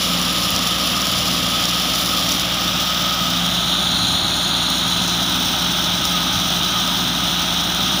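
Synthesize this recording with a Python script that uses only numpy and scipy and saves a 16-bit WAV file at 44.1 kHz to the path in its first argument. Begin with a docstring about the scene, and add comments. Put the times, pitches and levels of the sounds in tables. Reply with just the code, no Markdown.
"""In a vineyard, a three-cylinder tractor works along a row at steady revs, followed on foot.
Its engine booms and rumbles. The implement behind it has a spinning rotor that roars and whines,
and drives a hissing stream of air and mist; grit ticks on the metal and wind bumps the microphone.
Halfway through, the microphone dips and moves close behind the implement: the air whistles
briefly and the hiss changes its tone."""
import sys
import numpy as np
from scipy import signal
from scipy.fft import rfft, irfft
from scipy.io import wavfile
from scipy.ndimage import map_coordinates

SR = 44100
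rng = np.random.default_rng(int(sys.argv[2]) if len(sys.argv) > 2 else 0)


def to_wav(sig):
    """Store sig (one row per channel, or 1-D mono) as 16-bit WAV at the path in sys.argv[1].

    Samples outside -1..1 are clipped; the rate is SR.
    """
    pcm = np.clip(np.atleast_2d(sig), -1, 1) * 32767
    pcm = np.round(pcm).astype(np.int16)
    wavfile.write(sys.argv[1], SR, pcm.T)  # frames by channels


N = 352800
TIME = np.arange(N) / SR
FREQS = np.maximum(np.fft.rfftfreq(N, 1 / SR), 1)
CYLINDERS = 3
LOW_BAND_HZ = (70, 150)

# the notes that the metal rings with when grit hits it: pitch_hz, width_hz, level_db
METAL_RING = [(5630, 350, -6.5), (6700, 530, -15)]
# the highest notes of the same metal: pitch_hz, width_hz, level_db
METAL_TREBLE = [(9500, 1500, -4.5), (11500, 2000, -3), (15100, 980, -1)]


def from_db(db):
    """Turn decibels into a number to multiply by."""
    return 10 ** (np.asarray(db) / 20)


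def rms_one(x):
    """Scale a signal so that its average strength (rms) is 1."""
    return x / np.sqrt(np.mean(x ** 2) + 1e-20)


def curve(rows):
    """Join (time_s, value) points with straight lines."""
    return np.interp(TIME, *np.transpose(rows))


def drift(rate_hz):
    """A smooth random wobble of strength 1; a higher rate wobbles faster."""
    return rms_one(irfft(rfft(rng.standard_normal(N)) / (1 + (FREQS / rate_hz) ** 2), N))


def swells(times, half_s):
    """One bell-shaped swell of height 1 for each time."""
    return np.exp(-((TIME - times[:, None]) / half_s) ** 2)


def tone(hz, spread_hz, rate_hz):
    """A pure tone of strength 1 whose pitch trembles."""
    return np.sqrt(2) * np.sin(2 * np.pi * np.cumsum(hz + spread_hz * drift(rate_hz)) / SR)


def colour(x, spectrum, band_hz):
    """Make some pitches louder and others softer; the part inside the band gets strength 1."""
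    hz, db = np.transpose(spectrum)
    edge_fade = 1 / np.sqrt((1 + (.9 * hz[0] / FREQS) ** 20) * (1 + (FREQS / (1.1 * hz[-1])) ** 20))
    shaped = rfft(x) * from_db(np.interp(np.log(FREQS), np.log(hz), db)) * edge_fade
    inside = irfft(shaped * ((FREQS > band_hz[0]) & (FREQS < band_hz[1])), N)
    return irfft(shaped, N) / np.std(inside)


def slide(noise, ratio):
    """Play a noise faster or slower, so that all its pitches move together."""
    return map_coordinates(noise, [np.cumsum(ratio) % (N - 1)], order=3, mode="wrap")


def resonate(x, hz, width_hz):
    """Let a signal ring at one pitch; a smaller width rings longer."""
    r = np.exp(-np.pi * width_hz / SR)
    feedback = [1, -2 * r * np.cos(2 * np.pi * hz / SR), r * r]
    return signal.lfilter(np.array([1, 0, -1]) * (1 - r * r) / 2, feedback, x + 1e-18)


def breathy_note(hz, width_hz):
    """Noise narrowed around one pitch, at strength 1."""
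    return rms_one(resonate(resonate(rng.standard_normal(N), hz, width_hz), hz, width_hz))


def strike(clicks, notes):
    """Each click sets all the notes of an object ringing."""
    return sum(from_db(db) * resonate(clicks, hz, width) * SR / (2 * np.pi * width)
               for hz, width, db in notes)


def engine(cycle, place, boom_multiple=9):
    """Exhaust tones keep step with the engine, over a rumble that swells at each firing."""
    # the exhaust's boom, swelling twice: time_s, level_db
    boom_levels = [(0.0, -30), (0.19, -27.5), (0.3, -32.5), (2.7, -32.5), (3.25, -31.5), (3.36, -27),
                   (4.3, -35), (4.9, -31), (8.0, -31)]
    # the engine's other tones: multiple (of the cycle rate), level_db
    engine_tones = [(3, -39), (6, -43), (7, -73), (10, -38.5), (12, -45.5), (13, -43), (15, -42.5),
                    (16, -54.5), (18, -50.5)]
    boom_gain = from_db(curve(boom_levels) + 0.8 * drift(4.9))
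    exhaust = boom_gain * np.sqrt(2) * np.sin(boom_multiple * cycle + rng.uniform(0, 2 * np.pi))
    for multiple, db in engine_tones:
        unrest = multiple / boom_multiple if multiple > CYLINDERS else .1   # the firing note is steadiest
        phase = multiple * cycle + rng.uniform(0, 2 * np.pi) + 0.11 * unrest * drift(5.5)
        exhaust += from_db(db + 1.35 * unrest * drift(1.2)) * np.sqrt(2) * np.sin(phase)
    # the tone of the rumble: pitch_hz, relative_db
    rumble_shape = [(20, -34), (52, -26), (72, -4), (100, -2.5), (180, 1), (260, -2), (320, -3), (380, -10),
                    (440, -24.5)]
    rumble = colour(rng.standard_normal(N), rumble_shape, LOW_BAND_HZ)
    rumble_gain = from_db(-38 + 0.4 * (place - place.mean()))   # a little louder close by
    throb = 1 + 0.28 * np.cos(CYLINDERS * cycle)
    return exhaust + rumble_gain * rumble * throb


def rotor_roar(cycle, place, notch_hz, roar_db):
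    """Churning air roars and the drive hums; the echo off the ground cuts a dip (notch) in the roar."""
    # the roar from afar, with its notch at 480 Hz: pitch_hz, relative_db
    far_shape = [(330, -7.5), (400, -11.5), (480, -13), (560, -1.5), (670, 2), (850, 0.5), (1090, -5),
                 (1300, 1.5), (1520, 0.5), (1800, -4), (2300, -5), (2900, -4.5)]
    # the same roar from close by: pitch_hz, relative_db
    close_shape = [(330, -6.5), (400, -6), (480, -15), (560, -3), (660, 0), (900, 0.5), (1090, -3.5),
                   (1300, 0.5), (1520, -1), (1750, -7), (2100, -7.5), (2500, -9.5)]
    # hums of the implement's drive: pitch_hz, level_db
    drive_hums = [(41.0, -64), (252.1, -40.5)]
    air = rng.standard_normal(N)
    far, close = (slide(colour(air, shape, band_hz=(520, 1100)), notch_hz / 480)
                  for shape in (far_shape, close_shape))
    nearness = np.clip(place - .8, 0, 1)
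    roar = (1 - nearness) * far + nearness * close
    throb = 1 + 0.09 * np.cos(CYLINDERS * cycle)
    hum = sum(from_db(db) * tone(hz, spread_hz=.002 * hz, rate_hz=1.6) for hz, db in drive_hums)
    return from_db(roar_db) * roar * throb + hum


def rotor_whine(place, flutter_db=3.5):
    """The blades sing trembling tones and air rings in the housing; a thin overtone grows close by."""
    # the strength of blades and housing together: time_s, level_db
    whine_levels = [(0.0, -32), (1.9, -33.5), (2.3, -34), (2.4, -40.5), (2.55, -32), (3.2, -30.5),
                    (3.35, -33.5), (5.7, -37.5), (6.1, -34), (8.0, -37.5)]
    # the tones of the blades: pitch_hz, relative_db
    blade_tones = [(1201, -8.5), (1258, -3)]
    # moments when the blades ring out: time_s, boost_db
    flares = [(1.0, 7), (2.12, 6), (6.16, 6), (6.79, 8), (7.17, 6)]
    # the notes of the housing: pitch_hz, width_hz, relative_db
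    housing_notes = [(1226, 100, -7.5), (1288, 60, -4.5)]
    blades = sum(from_db(db + flutter_db * drift(22)) * tone(hz, spread_hz=9.5, rate_hz=25.6)
                 for hz, db in blade_tones)
    flare_times, boost_db = np.transpose(flares)
    blades *= from_db(boost_db @ swells(flare_times, half_s=0.042))
    housing = sum(from_db(db) * breathy_note(hz, width) for hz, width, db in housing_notes)
    overtone = from_db(-43.5) * np.clip(place / 3, 0, 1) * tone(1502, spread_hz=12.15, rate_hz=25.2)
    return from_db(curve(whine_levels)) * (blades + housing) + overtone


def air_jet(centre_hz, jet_db, flutter_db=0.57, sway_db=0.16):
    """A stream of air rushes, loudest in a broad band around one pitch."""
    # the tone of the jet when centred on 3500 Hz: pitch_hz, relative_db
    jet_shape = [(2200, -20), (2450, -11.5), (2700, -10), (2950, -3.5), (3250, 0.5), (3550, 0.5), (3850, 0),
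                 (4150, -9), (4450, -16), (4900, -27)]
    air = colour(rng.standard_normal(N), jet_shape, band_hz=(2700, 4300))
    gain = from_db(jet_db + flutter_db * drift(36) + sway_db * drift(2.6))
    return gain * slide(air, centre_hz / 3500)


def sizzle(place, hiss_db, treble_db, crackles_per_s=2500, crackle_share=0.41, treble_hz=8500):
    """Fine spray sizzles in the air stream; the tone depends on where one listens."""
    # the tone of the sizzle at places 0 to 3: pitch_hz, relative_db
    far_shape = [(3900, 1), (4400, -1), (5400, 1), (5900, -2), (6350, -10), (6800, -6), (7400, -8),
                 (8000, -21), (8500, -20), (9400, -11), (10500, -9), (12200, -14), (13900, -20),
                 (14650, -6), (15500, -12)]
    approach_shape = [(3900, -3), (4500, -2.5), (5600, 0.5), (6000, -2.5), (6500, -9.5), (7400, -12),
                      (8000, -17), (9300, -17), (12300, -15), (13900, -21), (14650, -8), (15500, -6)]
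    low_shape = [(4000, -24), (4900, -5), (5500, 2.5), (6200, 1), (6700, 5.5), (7300, -6.5), (7950, -20),
                 (8700, -3), (9350, -1), (10500, -8.5), (12200, -10), (13700, -19), (14650, -5),
                 (15500, -6)]
    close_shape = [(4000, -2.5), (4700, -4), (5400, 1.5), (5900, 1.5), (6600, -5), (7100, -12.5),
                   (7950, -17), (8850, -8), (9900, -14), (11200, -15.5), (12200, -14), (13900, -15),
                   (14650, -8.5), (15500, -3)]
    sizes = from_db(3.5 * np.minimum(rng.exponential(1, N), 5)) * rng.choice([-1, 1], N)
    crackle = rms_one(sizes * (rng.random(N) < crackles_per_s / SR))
    spray = np.sqrt(crackle_share) * crackle + np.sqrt(1 - crackle_share) * rng.standard_normal(N)
    treble = irfft(rfft(spray) / (1 + (treble_hz / FREQS) ** 20), N)
    spray += (from_db(treble_db) - 1) * treble
    blend = sum(np.maximum(1 - abs(place - k), 0) * colour(spray, shape, band_hz=(4800, 7500))
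                for k, shape in enumerate([far_shape, approach_shape, low_shape, close_shape]))
    flutter_db = 1.13 * drift(53) + 0.52 * drift(6)
    return from_db(hiss_db + flutter_db) * blend


def small_grit(hiss_db, hits_per_s=5, above_hiss_db=9, spread_db=2.5):
    """Light pieces tick on the metal at random moments, louder when the sizzle is louder."""
    hits = (rng.random(N) < hits_per_s / SR) * rng.choice([-1, 1], N)
    clicks = hits * from_db(hiss_db + above_hiss_db + spread_db * rng.uniform(-1, 1, N))
    return strike(clicks, METAL_RING) + from_db(-1) * strike(clicks, METAL_TREBLE)


def large_grit(boost_db=4.0, bounce_db=-0.5, bounce_s=0.00062):
    """Each large piece hits the metal and touches once more right away."""
    # pieces striking the implement: start_s, relative_db, extra_treble_db
    hits = [(0.2154, -9, -6), (0.505, -13, 5), (0.5634, -4, -14), (0.5913, -10, -6), (0.6729, -7, -3),
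            (1.0176, -10, -6), (1.0695, -7, -9), (1.6547, -5, -11.5), (2.3197, -4, -6), (2.397, -5.5, -13),
            (4.7012, -12, 1), (5.297, -14, 1), (6.0528, -5, -6), (6.8771, -12, -8), (7.7477, -13, -2)]
    clicks, treble_clicks = np.zeros(N), np.zeros(N)
    for (start_s, db, treble_db), stretch in zip(hits, rng.uniform(.5, 1.1, len(hits))):
        touches = [round(start_s * SR), round((start_s + bounce_s * stretch) * SR)]
        clicks[touches] = from_db(db + boost_db) * np.array([1, -from_db(bounce_db)])
        treble_clicks[touches] = clicks[touches] * from_db(treble_db)
    return strike(clicks, METAL_RING) + from_db(-3.5) * strike(treble_clicks, METAL_TREBLE)


def wind():
    """Short gusts hit the microphone with a low bump."""
    # the gusts: peak_s, half_length_s, level_db
    gusts = [(0.528, .05, -31.5), (1.2, .12, -36), (4.077, 0.18, -33), (6.369, .05, -39)]
    # the tone of a gust: pitch_hz, relative_db
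    gust_shape = [(60, -12), (80, -2), (110, -4), (140, -10)]
    swell = sum(from_db(db) * np.exp(-((TIME - peak_s) / half_s) ** 2) for peak_s, half_s, db in gusts)
    return swell * colour(rng.standard_normal(N), gust_shape, LOW_BAND_HZ)


def hiss_surges():
    """The hiss briefly swells or dips, and turns brighter or duller."""
    # brief changes in the hiss: time_s, change_db, extra_treble_db
    surges = [(.55, -0.5, -1), (1.65, 1.2, -0.5), (2.04, 2, 2.5), (2.33, 1, 1), (4.72, 1.5, -1),
              (5.08, 1.5, -2.5), (6.0, 0, -0.5)]
    times, surge_db, treble_db = np.transpose(surges)
    bumps = swells(times, half_s=0.081)
    return surge_db @ bumps, treble_db @ bumps


def whistle(peak_s=3.71, half_s=0.31, level_db=-24.5):
    """As the microphone dips, the core of the air jet swells into a breathy whistle and fades."""
    swell = np.exp(-((TIME - peak_s) / half_s) ** 2)
    return from_db(level_db) * swell * breathy_note(hz=3580, width_hz=520)


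def scene():
    """Add up machine, air, spray and grit as the listener moves closer."""
    # engine speed, sagging slightly under load: time_s, firings_per_s
    speed = [(0.0, 58.63), (0.7, 58.9), (1.5, 58.55), (2.4, 58.8), (3.7, 58.42), (6.0, 58.47), (8.0, 58.22)]
    # the listener's path: time_s, place (0 far behind, 1 approaching, 2 low down, 3 close behind)
    path = [(0, 0), (1.2, 0.11), (2.35, 0.46), (2.6, 0.75), (3.25, 1), (3.65, 1.58), (4.0, 2), (4.6, 2),
            (4.95, 2.5), (5.4, 3), (8, 3)]
    # what is heard at places 0 to 3: notch_hz, jet_centre_hz, jet_db, hiss_db, roar_db
    places = [(404.2, 3280, -24, -27, -33), (451.8, 3410, -23, -28.5, -32.5),
              (481.8, 3750, -20.5, -31.5, -31.5), (483.5, 3530, -22, -29.0, -31.5)]
    cycle = 2 * np.pi * np.cumsum(curve(speed)) / (CYLINDERS * SR)   # each cylinder fires once a cycle
    place = curve(path)
    notch_hz, centre_hz, jet_db, hiss_db, roar_db = (
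        np.interp(place, np.arange(len(places)), column) for column in np.transpose(places))
    surge_db, treble_db = hiss_surges()
    machine = engine(cycle, place) + rotor_roar(cycle, place, notch_hz, roar_db) + rotor_whine(place)
    spray = sizzle(place, hiss_db + surge_db, treble_db)
    grit = small_grit(hiss_db + surge_db) + large_grit()
    return (machine + air_jet(centre_hz, jet_db) + spray + grit + wind() + whistle())[None]


def record(dry):
    """Cut away the very highest treble, above 15480 Hz."""
    return signal.sosfilt(signal.ellip(12, .1, 90, 15480, fs=SR, output="sos"), dry)


dry = scene()
out = record(dry)
to_wav(out)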